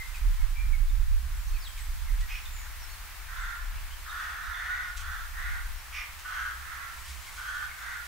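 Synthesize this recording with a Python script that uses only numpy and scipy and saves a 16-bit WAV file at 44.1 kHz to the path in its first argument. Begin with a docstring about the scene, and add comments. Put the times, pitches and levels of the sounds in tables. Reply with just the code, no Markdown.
"""Wind rumbles on the microphone ports and leaves hiss all round a garden deck, while small birds chirp
and whistle further off. As the gusts die down, rooks caw hoarsely from the trees: rough pulses from the
syrinx, shaped by throat and beak. A jackdaw gives a few sharp calls, and a magpie scuffles softly among
bread scraps, brushing the boards. Branches blur the birds; trees and fences add a short tail."""
import sys
import numpy as np
from scipy import signal
from scipy.fft import rfft, irfft, next_fast_len
from scipy.io import wavfile
from scipy.ndimage import uniform_filter1d, map_coordinates

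SR = 44100
rng = np.random.default_rng(int(sys.argv[2]) if len(sys.argv) > 2 else 0)


def to_wav(sig):
    """Store sig (one row per channel, or 1-D mono) as 16-bit WAV at the path in sys.argv[1].

    Samples outside -1..1 are clipped; the rate is SR.
    """
    pcm = np.clip(np.atleast_2d(sig), -1, 1) * 32767
    pcm = np.round(pcm).astype(np.int16)
    wavfile.write(sys.argv[1], SR, pcm.T)  # frames by channels


N = 355887


# Rook cues: (time [s], length [s], level [dB], pitch [Hz], roughness [0-1], throat resonance [Hz],
# beak resonance [Hz], beak opening [0-1], pan left minus right [dB])
ROOK_CAWS = [(3.278, 0.32, -38.5, 352.2, 0.62, 1440, 1850, 0.73, -2.5),
             (4.048, 0.35, -38, 355.4, 0.73, 1410, 1720, 0.5, -2),
             (4.358, 0.23, -39, 354.8, 0.57, 1390, 1730, 0.93, -5),
             (4.508, 0.39, -36, 369.3, 0.5, 1470, 1900, 0.82, -2),
             (4.981, .28, -40, 360.5, 1, 1426, 1730, .6, -2),
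             (5.336, 0.25, -38, 290.3, .6, 1550, 1990, 0.7, -1.5),
             (6.239, .29, -35.5, 323.2, 0.69, 1464, 1830, .05, -1),
             (6.595, .325, -41, 278.6, 0.41, 1440, 1850, 0.77, -4),
             (7.363, 0.31, -37.5, 305.7, 0.76, 1530, 1740, 0.2, -0.5),
             (7.767, 0.25, -39.3, 286, 0.6, 1520, 1910, 0.73, -2.5)]
# Swell and fade of a caw: (position in the call [0-1], level [dB])
CAW_ENVELOPE = [(0, -9), (.1, -6), (.24, -3.5), (.43, -2), (.7, -3.5), (.88, -6), (1, -9.5)]
# Envelope of the clear overtone: (position in the call [0-1], gain [linear])
OVERTONE_ENVELOPE = [(0, 0.69), (.28, 0.002), (.46, 1.3), (.86, 1.16), (1, .4)]
# Chesty body of the voice: (frequency [Hz], level [dB])
CHEST_EQ = [(300, -75), (550, -67), (750, -18.5), (900, -30), (1190, -7.5), (1500, -10), (2400, -39),
            (4000, -70)]
# Raspy top of the voice: (frequency [Hz], level [dB])
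RASP_EQ = [(1500, -48), (2500, -8), (2900, -6.5), (4200, -7.5), (5100, -11.5), (6300, -6), (7300, -17),
           (12000, -40)]

def rooks():
    """Each caw starts as a croak, arches in pitch and clears as the beak opens and lifts the resonances."""
    out = np.zeros((2, N))
    for start, length, db, pitch_hz, rough, throat_hz, beak_hz, opening, pan_db in ROOK_CAWS:
        beak_db = -7 + 8 * opening
        rasp_hz, rasp_db = 3160 + 630 * opening, -18 + 0.5 * opening
        overtone_db = 7.5 - 26.5 * rough  # only a smooth voice rings

        def tract(hz):
            bands = [resonance(hz, throat_hz, width_hz=250),
                     amp(beak_db) * resonance(hz, beak_hz, width_hz=343),
                     amp(rasp_db) * resonance(hz, rasp_hz, width_hz=340),
                     amp(along(CHEST_EQ, hz)),
                     amp(rasp_db + along(RASP_EQ, hz))]
            return np.linalg.norm(bands, axis=0)

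        u = np.linspace(0, 1, int(length * SR))
        pitch = pitch_hz * (1 - .27 * (u - .64) ** 2)
        source = syrinx(pitch, rough * (1.4 - 0.66 * u), jitter=.011, rattle_hz=100.6)
        beak_open = filtered(source, tract)
        beak_shut = filtered(source, lambda hz: tract(hz * 1.035))
        gape = np.sin(np.pi * u ** 1.3) ** 2
        croak = gape * beak_open + (1 - gape) * beak_shut
        overtone_hz = pitch * round(throat_hz / pitch_hz)  # the harmonic nearest the throat resonance
        overtone = sine(overtone_hz + 16 * wobble(111, len(u))) * envelope(OVERTONE_ENVELOPE, u)
        caw = (unit(croak) + amp(overtone_db) * unit(overtone)) * amp(db + envelope(CAW_ENVELOPE, u))
        add(out, start, outdoors(caw, wet_db=1.0, pan_db=pan_db))
    return out


def syrinx(pitch, rough, jitter, rattle_hz):
    """One pulse per cycle; roughness scatters their times and sizes and adds breath and a rattle."""
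    n, rough = len(pitch), np.clip(rough, 0, 1)
    cycles = np.cumsum(pitch * (1 + jitter * wobble(70, n))) / SR
    beats = np.arange(1, int(cycles[-1]))
    scatter, size = rng.standard_normal((2, len(beats))) * np.interp(beats, cycles, rough)
    onsets = np.interp(beats + 0.079 * scatter, cycles, np.arange(n))
    pulses = np.bincount(np.round(onsets).astype(int), 1 + .5 * np.tanh(size), n)
    breath = rng.standard_normal(n) * (1 + np.cos(2 * np.pi * cycles))
    rattle = 1 + .35 * rough * sine(rattle_hz * (1 + 0.239 * wobble(51.2, n)))
    return rattle * (unit(pulses - pulses.mean()) + 0.45 * rough * unit(breath))


# Jackdaw cues: (time [s], length [s], level [dB], first pitch [Hz], last pitch [Hz], roughness [0-1],
# brightness tilt [dB/octave])
JACKDAW_CALLS = [(2.282, 0.12, -42, 1260, 1202, 0.77, 2.5), (4.214, 0.075, -52, 1327, 1250, 0.8, 4),
                 (5.923, .12, -37, 1171, 1101, 0.88, -1)]
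# Hard, bright colour of its throat: (frequency [Hz], level [dB])
JACKDAW_EQ = [(500, -53), (1050, -16), (1650, -7.5), (2200, -0.5), (2500, -2.5), (3200, -10.5), (4300, -25),
              (5400, -13.5), (6600, -24.5), (11000, -64)]
# Quick attack and clipped release: (position in the call [0-1], level [dB])
CHACK_ENVELOPE = [(0, -9), (.24, -0.5), (.42, 0), (.7, -2.5), (.88, -4), (1, -20)]

def jackdaw():
    """A short, harsh chack that sags in pitch; the less rough it is, the more its second harmonic rings."""
    out = np.zeros((2, N))
    for start, length, db, first_hz, last_hz, rough, tilt_db in JACKDAW_CALLS:
        u = np.linspace(0, 1, int(length * SR))
        pitch = np.interp(u, [0, 1], [first_hz, last_hz])
        source = syrinx(pitch, rough + 0.72 * u, jitter=.06, rattle_hz=52.4)
        source += 0.97 * rough * rng.standard_normal(len(u))
        voice = filtered(source, lambda hz: amp(along(JACKDAW_EQ, hz) + tilt_db * np.log2(hz + 1)))
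        ring = sine(2 * pitch + 110 * wobble(224, len(u)))
        chack = unit(unit(voice) + 2 * np.clip(1 - rough, 0, 1) * unit(ring))
        chack *= amp(db + envelope(CHACK_ENVELOPE, u))
        add(out, start, outdoors(chack, wet_db=-4.5, pan_db=-2))
    return out


# Chirp and whistle cues: (time [s], length [s], level [dB], middle pitch [Hz], fall [octaves])
SONGBIRD_NOTES = [(-.01, 0.034, -40.5, 2084, 0.104), (0.141, 0.034, -49, 2470, .18),
                  (0.379, 0.039, -54.5, 2230, .16), (0.554, 0.068, -47.5, 2357, -.03),
                  (0.728, 0.032, -47, 2190, 0.13), (0.89, 0.022, -58, 3600, .06),
                  (1.33, 0.17, -62, 7260, .32), (1.536, 0.053, -52, 2470, 0.28),
                  (1.598, .088, -49.5, 4290, 0.88), (1.649, .057, -56, 7840, .03),
                  (1.773, 0.052, -54, 2050, 0.39), (1.79, .072, -57.5, 8100, .04),
                  (2.07, .035, -52, 2086, .27), (2.209, 0.047, -52, 1920, .05),
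                  (2.442, .024, -50, 3630, .08), (2.515, .14, -54.5, 7080, .13), (2.55, .09, -56, 2214, .1),
                  (2.793, .065, -55, 5560, .18), (2.88, .09, -61, 4370, 0), (3.393, .055, -56, 7700, .03),
                  (3.755, .045, -57, 2800, -0.051), (3.902, 0.037, -52.5, 3100, -0.14),
                  (4.088, 0.025, -49, 3650, .04), (4.524, 0.068, -52, 3470, -.08),
                  (7.265, 0.032, -49, 2110, .17), (7.694, 0.037, -46.5, 2214, 0)]

def songbirds():
    """Chirps and high whistles, with fainter birds calling at random behind them."""
    out = np.zeros((2, N))
    for start, length, db, pitch_hz, fall in SONGBIRD_NOTES:
        add(out, start, whistle(length, db, pitch_hz, fall))
    for when, height, slope in rng.uniform(-1, 1, size=(8, 3)):
        far_chirp = whistle(length=0.047, db=-61.5, pitch_hz=5170 * 2 ** (.5 * height), fall=.06 * slope)
        add(out, (when + 1) / 2 * N / SR, far_chirp)
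    return out


def whistle(length, db, pitch_hz, fall):
    """A thin note with a fast burr, gliding ever more steeply and blurred by the trees."""
    u = np.linspace(0, 1, int(length * SR))
    glide = pitch_hz * 2 ** (fall * (.5 ** 1.5 - u ** 1.5))
    burr = 0.024 * glide * wobble(700, len(u))
    swell = np.abs(np.sin(np.pi * u)) ** .4 * amp(2.5 * wobble(120, len(u)))
    tone = swell * sine(glide + burr)
    return outdoors(amp(db) * unit(tone), wet_db=-4.5, pan_db=-0.5)


# Scuff cues on the deck: (time [s], length [s], level [dB])
MAGPIE_SCUFFS = [(0.128, 0.076, -55), (1.76, 0.065, -52), (2.201, .025, -50), (2.45, 0.017, -54),
                 (4.18, 0.074, -58), (4.961, 0.074, -46.5), (6.181, 0.034, -53), (7.037, 0.13, -51.5),
                 (7.355, 0.025, -51.5)]
# Dry, scratchy colour of a scuff: (frequency [Hz], level [dB])
SCUFF_EQ = [(600, -27), (2200, 8.5), (4500, 2.5), (7500, 2.5), (12000, -7), (16000, -15)]

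def magpie():
    """Claws and feathers brush the boards in gritty little strokes."""
    out = np.zeros((2, N))
    for start, length, db in MAGPIE_SCUFFS:
        u = np.linspace(0, 1, int(length * SR))
        grit = rng.standard_normal(len(u)) * amp(5.0 * wobble(356, len(u)))
        scrape = filtered(grit, lambda hz: amp(along(SCUFF_EQ, hz)))
        stroke = unit(scrape * np.sqrt(u) * (1 - u))
        add(out, start, outdoors(amp(db) * stroke, wet_db=-4.5, pan_db=-1.5))
    return out


# Fader ride of the wind on the ports: (time [s], level [dB])
WIND_RIDE = [(0, -40.5), (.5, -30), (.95, -25), (1.35, -31), (2.05, -32.5), (3.2, -45.5), (3.65, -35.5),
             (4.2, -50), (4.6, -51), (5.4, -37), (5.75, -38), (5.85, -51), (6.8, -51.5), (8.07, -62)]
# Gust accents: (time [s], half width [s], buffet lift [dB], eddy lift [dB])
WIND_GUSTS = [(.255, 0.073, 14.5, 8), (.69, 0.074, 4, 12), (1.26, .05, -3, 7), (2.15, 0.031, 11, -4),
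              (5.06, .07, 3, 6.5), (5.55, 0.07, -0.5, 6), (7.17, 0.087, -1, 6.5)]
# Sub-bass thud of the buffets: (frequency [Hz], level [dB])
BUFFET_EQ = [(12, -30), (24, -4.5), (33, -2.5), (42, -7), (55, -16.5), (80, -60), (130, -66)]
# Bass rumble of the eddies: (frequency [Hz], level [dB])
EDDY_EQ = [(35, -33), (58, 2.5), (72, -3.5), (88, -13), (102, -26), (118, -21), (150, -33.5), (220, -30.5),
           (400, -60)]
# Lean of the wind between the ports: (time [s], left minus right [dB])
WIND_PAN = [(0, -3.5), (.7, -6.5), (2.3, -3.5), (3, 0), (5.2, 1.5), (8.07, -4)]

def wind():
    """One wind strength drives slow buffets and quicker eddies at the microphone ports."""
    t = np.arange(N) / SR
    buffet_db = curve(WIND_RIDE) + 2.5 * wobble(9, N)
    eddy_db = np.maximum(-28 + 0.51 * buffet_db, -51)  # eddies linger through the lulls
    for peak_time, width, buffet_lift_db, eddy_lift_db in WIND_GUSTS:
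        gust = np.exp(-((t - peak_time) / width) ** 2)
        buffet_db += buffet_lift_db * gust
        eddy_db += eddy_lift_db * gust
    buffet = rush(BUFFET_EQ, side_db=-3.0)
    swell = np.sqrt(np.abs(uniform_filter1d(buffet.mean(0) ** 2, size=SR // 8)))
    buffet /= swell + 0.16  # evened out, so each gust keeps its own strength
    ports = amp(buffet_db) * buffet + amp(eddy_db) * rush(EDDY_EQ, side_db=-3.5)
    ports *= amp(np.outer([.5, -.5], curve(WIND_PAN)))
    return filtered(ports, lambda hz: 1 / (1 + (hz / 170) ** 6))  # even sudden gusts stay dull


# Fader ride of the leaf hiss, ahead of its trim: (time [s], level [dB])
HISS_RIDE = [(0, -54.5), (.85, -57.5), (1.6, -55.5), (3.05, -54.7), (3.6, -56.7), (4.1, -55), (4.75, -58),
             (5.15, -55.5), (8.07, -56.5)]
# Airy colour of the leaves: (frequency [Hz], level [dB])
HISS_EQ = [(1000, -8), (2500, -1.5), (4000, 1.5), (6500, -1), (9500, -2), (15500, 0)]
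# Fader ride of the near bushes: (time [s], level [dB])
RUSTLE_RIDE = [(0, -56), (.8, -62.5), (1.6, -59.5), (3.4, -61.5), (6.7, -57), (7.3, -51), (7.7, -56),
               (8.07, -53)]
# Crisp colour of the bushes: (frequency [Hz], level [dB])
RUSTLE_EQ = [(1200, -20), (3200, 0), (5000, -3), (7500, -1.5), (9500, -4), (13000, -12)]
# Fader ride of the far trees: (time [s], level [dB])
MURMUR_RIDE = [(0, -50), (.8, -53), (2.3, -50.5), (3.1, -48), (3.9, -49.3), (7.1, -48.5), (8.07, -49.5)]
# Soft, dark colour of the trees: (frequency [Hz], level [dB])
MURMUR_EQ = [(30, 6), (60, 7.5), (110, -4), (190, -14), (260, -29.5), (325, -12.5), (370, -16.5),
             (500, -18.5), (700, -8), (1050, -0.5), (1800, 0.5), (2500, -3.5), (4000, -15.5), (8000, -30)]

def foliage():
    """The breeze stirs a wide hiss of leaves and a rustle of near bushes over the murmur of far trees."""
    hiss_trim_db = 4.5
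    hiss = amp(curve(HISS_RIDE) + hiss_trim_db) * rush(HISS_EQ, side_db=0.0)
    rustle = amp(curve(RUSTLE_RIDE) + 1.2 * wobble(35, N)) * rush(RUSTLE_EQ, side_db=-9.5)
    murmur = amp(curve(MURMUR_RIDE) + 0.93 * wobble(9, N)) * rush(MURMUR_EQ, side_db=-5.5)
    return hiss + rustle + murmur


# Reverb tail of the garden: (frequency [Hz], time to fall by 60 dB [s])
GARDEN_DECAY = [(300, 0.17), (1500, 0.59), (4000, 0.41), (10000, 0.079)]

def outdoors(x, wet_db, pan_db):
    """The direct sound, smeared by branches, plus a tail from trees and fences."""
    hz, t, noise = signal.stft(rng.standard_normal((3, SR // 2)), SR, nperseg=256)
    decay = amp(-60 * t / along(GARDEN_DECAY, hz)[:, None])
    tails = signal.istft(noise * decay, SR, nperseg=256)[1]
    tails = tails[:2] + 0.46 * tails[2]  # partly alike in both ears
    paths = amp(wet_db) * tails / np.linalg.norm(tails[0])
    phase_lag = np.cumsum(rng.uniform(0, np.pi / 2, size=257))  # every band arrives a little apart
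    smear = irfft(np.exp(-1j * phase_lag))
    paths[:, :len(smear)] += smear
    return panned(signal.fftconvolve(x[None], paths, axes=1), pan_db) / np.sqrt(1 + amp(wet_db) ** 2)


def rush(spectrum, side_db):
    """Stereo noise of a given colour and width, its mid channel at rms 1."""
    noise = filtered(rng.standard_normal((2, N)), lambda hz: amp(along(spectrum, hz)))
    mid, side = noise * amp([[0], [side_db]])
    return np.array([mid + side, mid - side]) / np.std(mid)


def resonance(hz, centre_hz, width_hz):
    """A formant with steep skirts."""
    return 1 / (1 + ((hz - centre_hz) / width_hz) ** 2) ** 1.86


def sine(hz):
    """An oscillator that follows a pitch curve."""
    return np.sin(2 * np.pi * np.cumsum(hz) / SR)


def wobble(rate, size):
    """A smooth random curve, rate knots a second."""
    knots = rng.standard_normal(int(size * rate / SR) + 4)
    return map_coordinates(knots, [np.arange(size) * rate / SR])


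def filtered(x, response):
    """x through a gain that depends on frequency."""
    n = x.shape[-1]
    padded = next_fast_len(n + 8192)
    return irfft(rfft(x, padded) * response(np.fft.rfftfreq(padded, 1 / SR)), padded)[..., :n]


def along(points, hz):
    """(frequency, value) points read on a log axis."""
    frequencies, values = np.transpose(points)
    return np.interp(np.log(hz + 1), np.log(frequencies + 1), values)


def envelope(points, position):
    """Straight ramps between breakpoints."""
    return np.interp(position, *np.transpose(points))


def curve(rows):
    """(time, value) rows as one value per sample."""
    return envelope(rows, np.arange(N) / SR)


def amp(db):
    """Decibels to gain."""
    return 10 ** (np.asarray(db) / 20)


def unit(x):
    """Scale to rms 1."""
    return x / np.sqrt(np.mean(x ** 2) + 1e-20)


def panned(x, pan_db):
    """Place a sound by its left-right level difference."""
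    return x * amp([[pan_db / 2], [-pan_db / 2]])


def add(out, start, x):
    """Mix x into out, start seconds in."""
    i = round(start * SR)
    x = x[:, max(-i, 0):N - i]
    out[:, max(i, 0):max(i, 0) + x.shape[1]] += x


def scene():
    """Birds over a bed of wind and leaves."""
    return rooks() + jackdaw() + songbirds() + magpie() + wind() + foliage()


def record(dry):
    """A brick-wall high cut on the whole mix."""
    return filtered(dry, lambda hz: hz < 15750)


dry = scene()
out = record(dry)
to_wav(out)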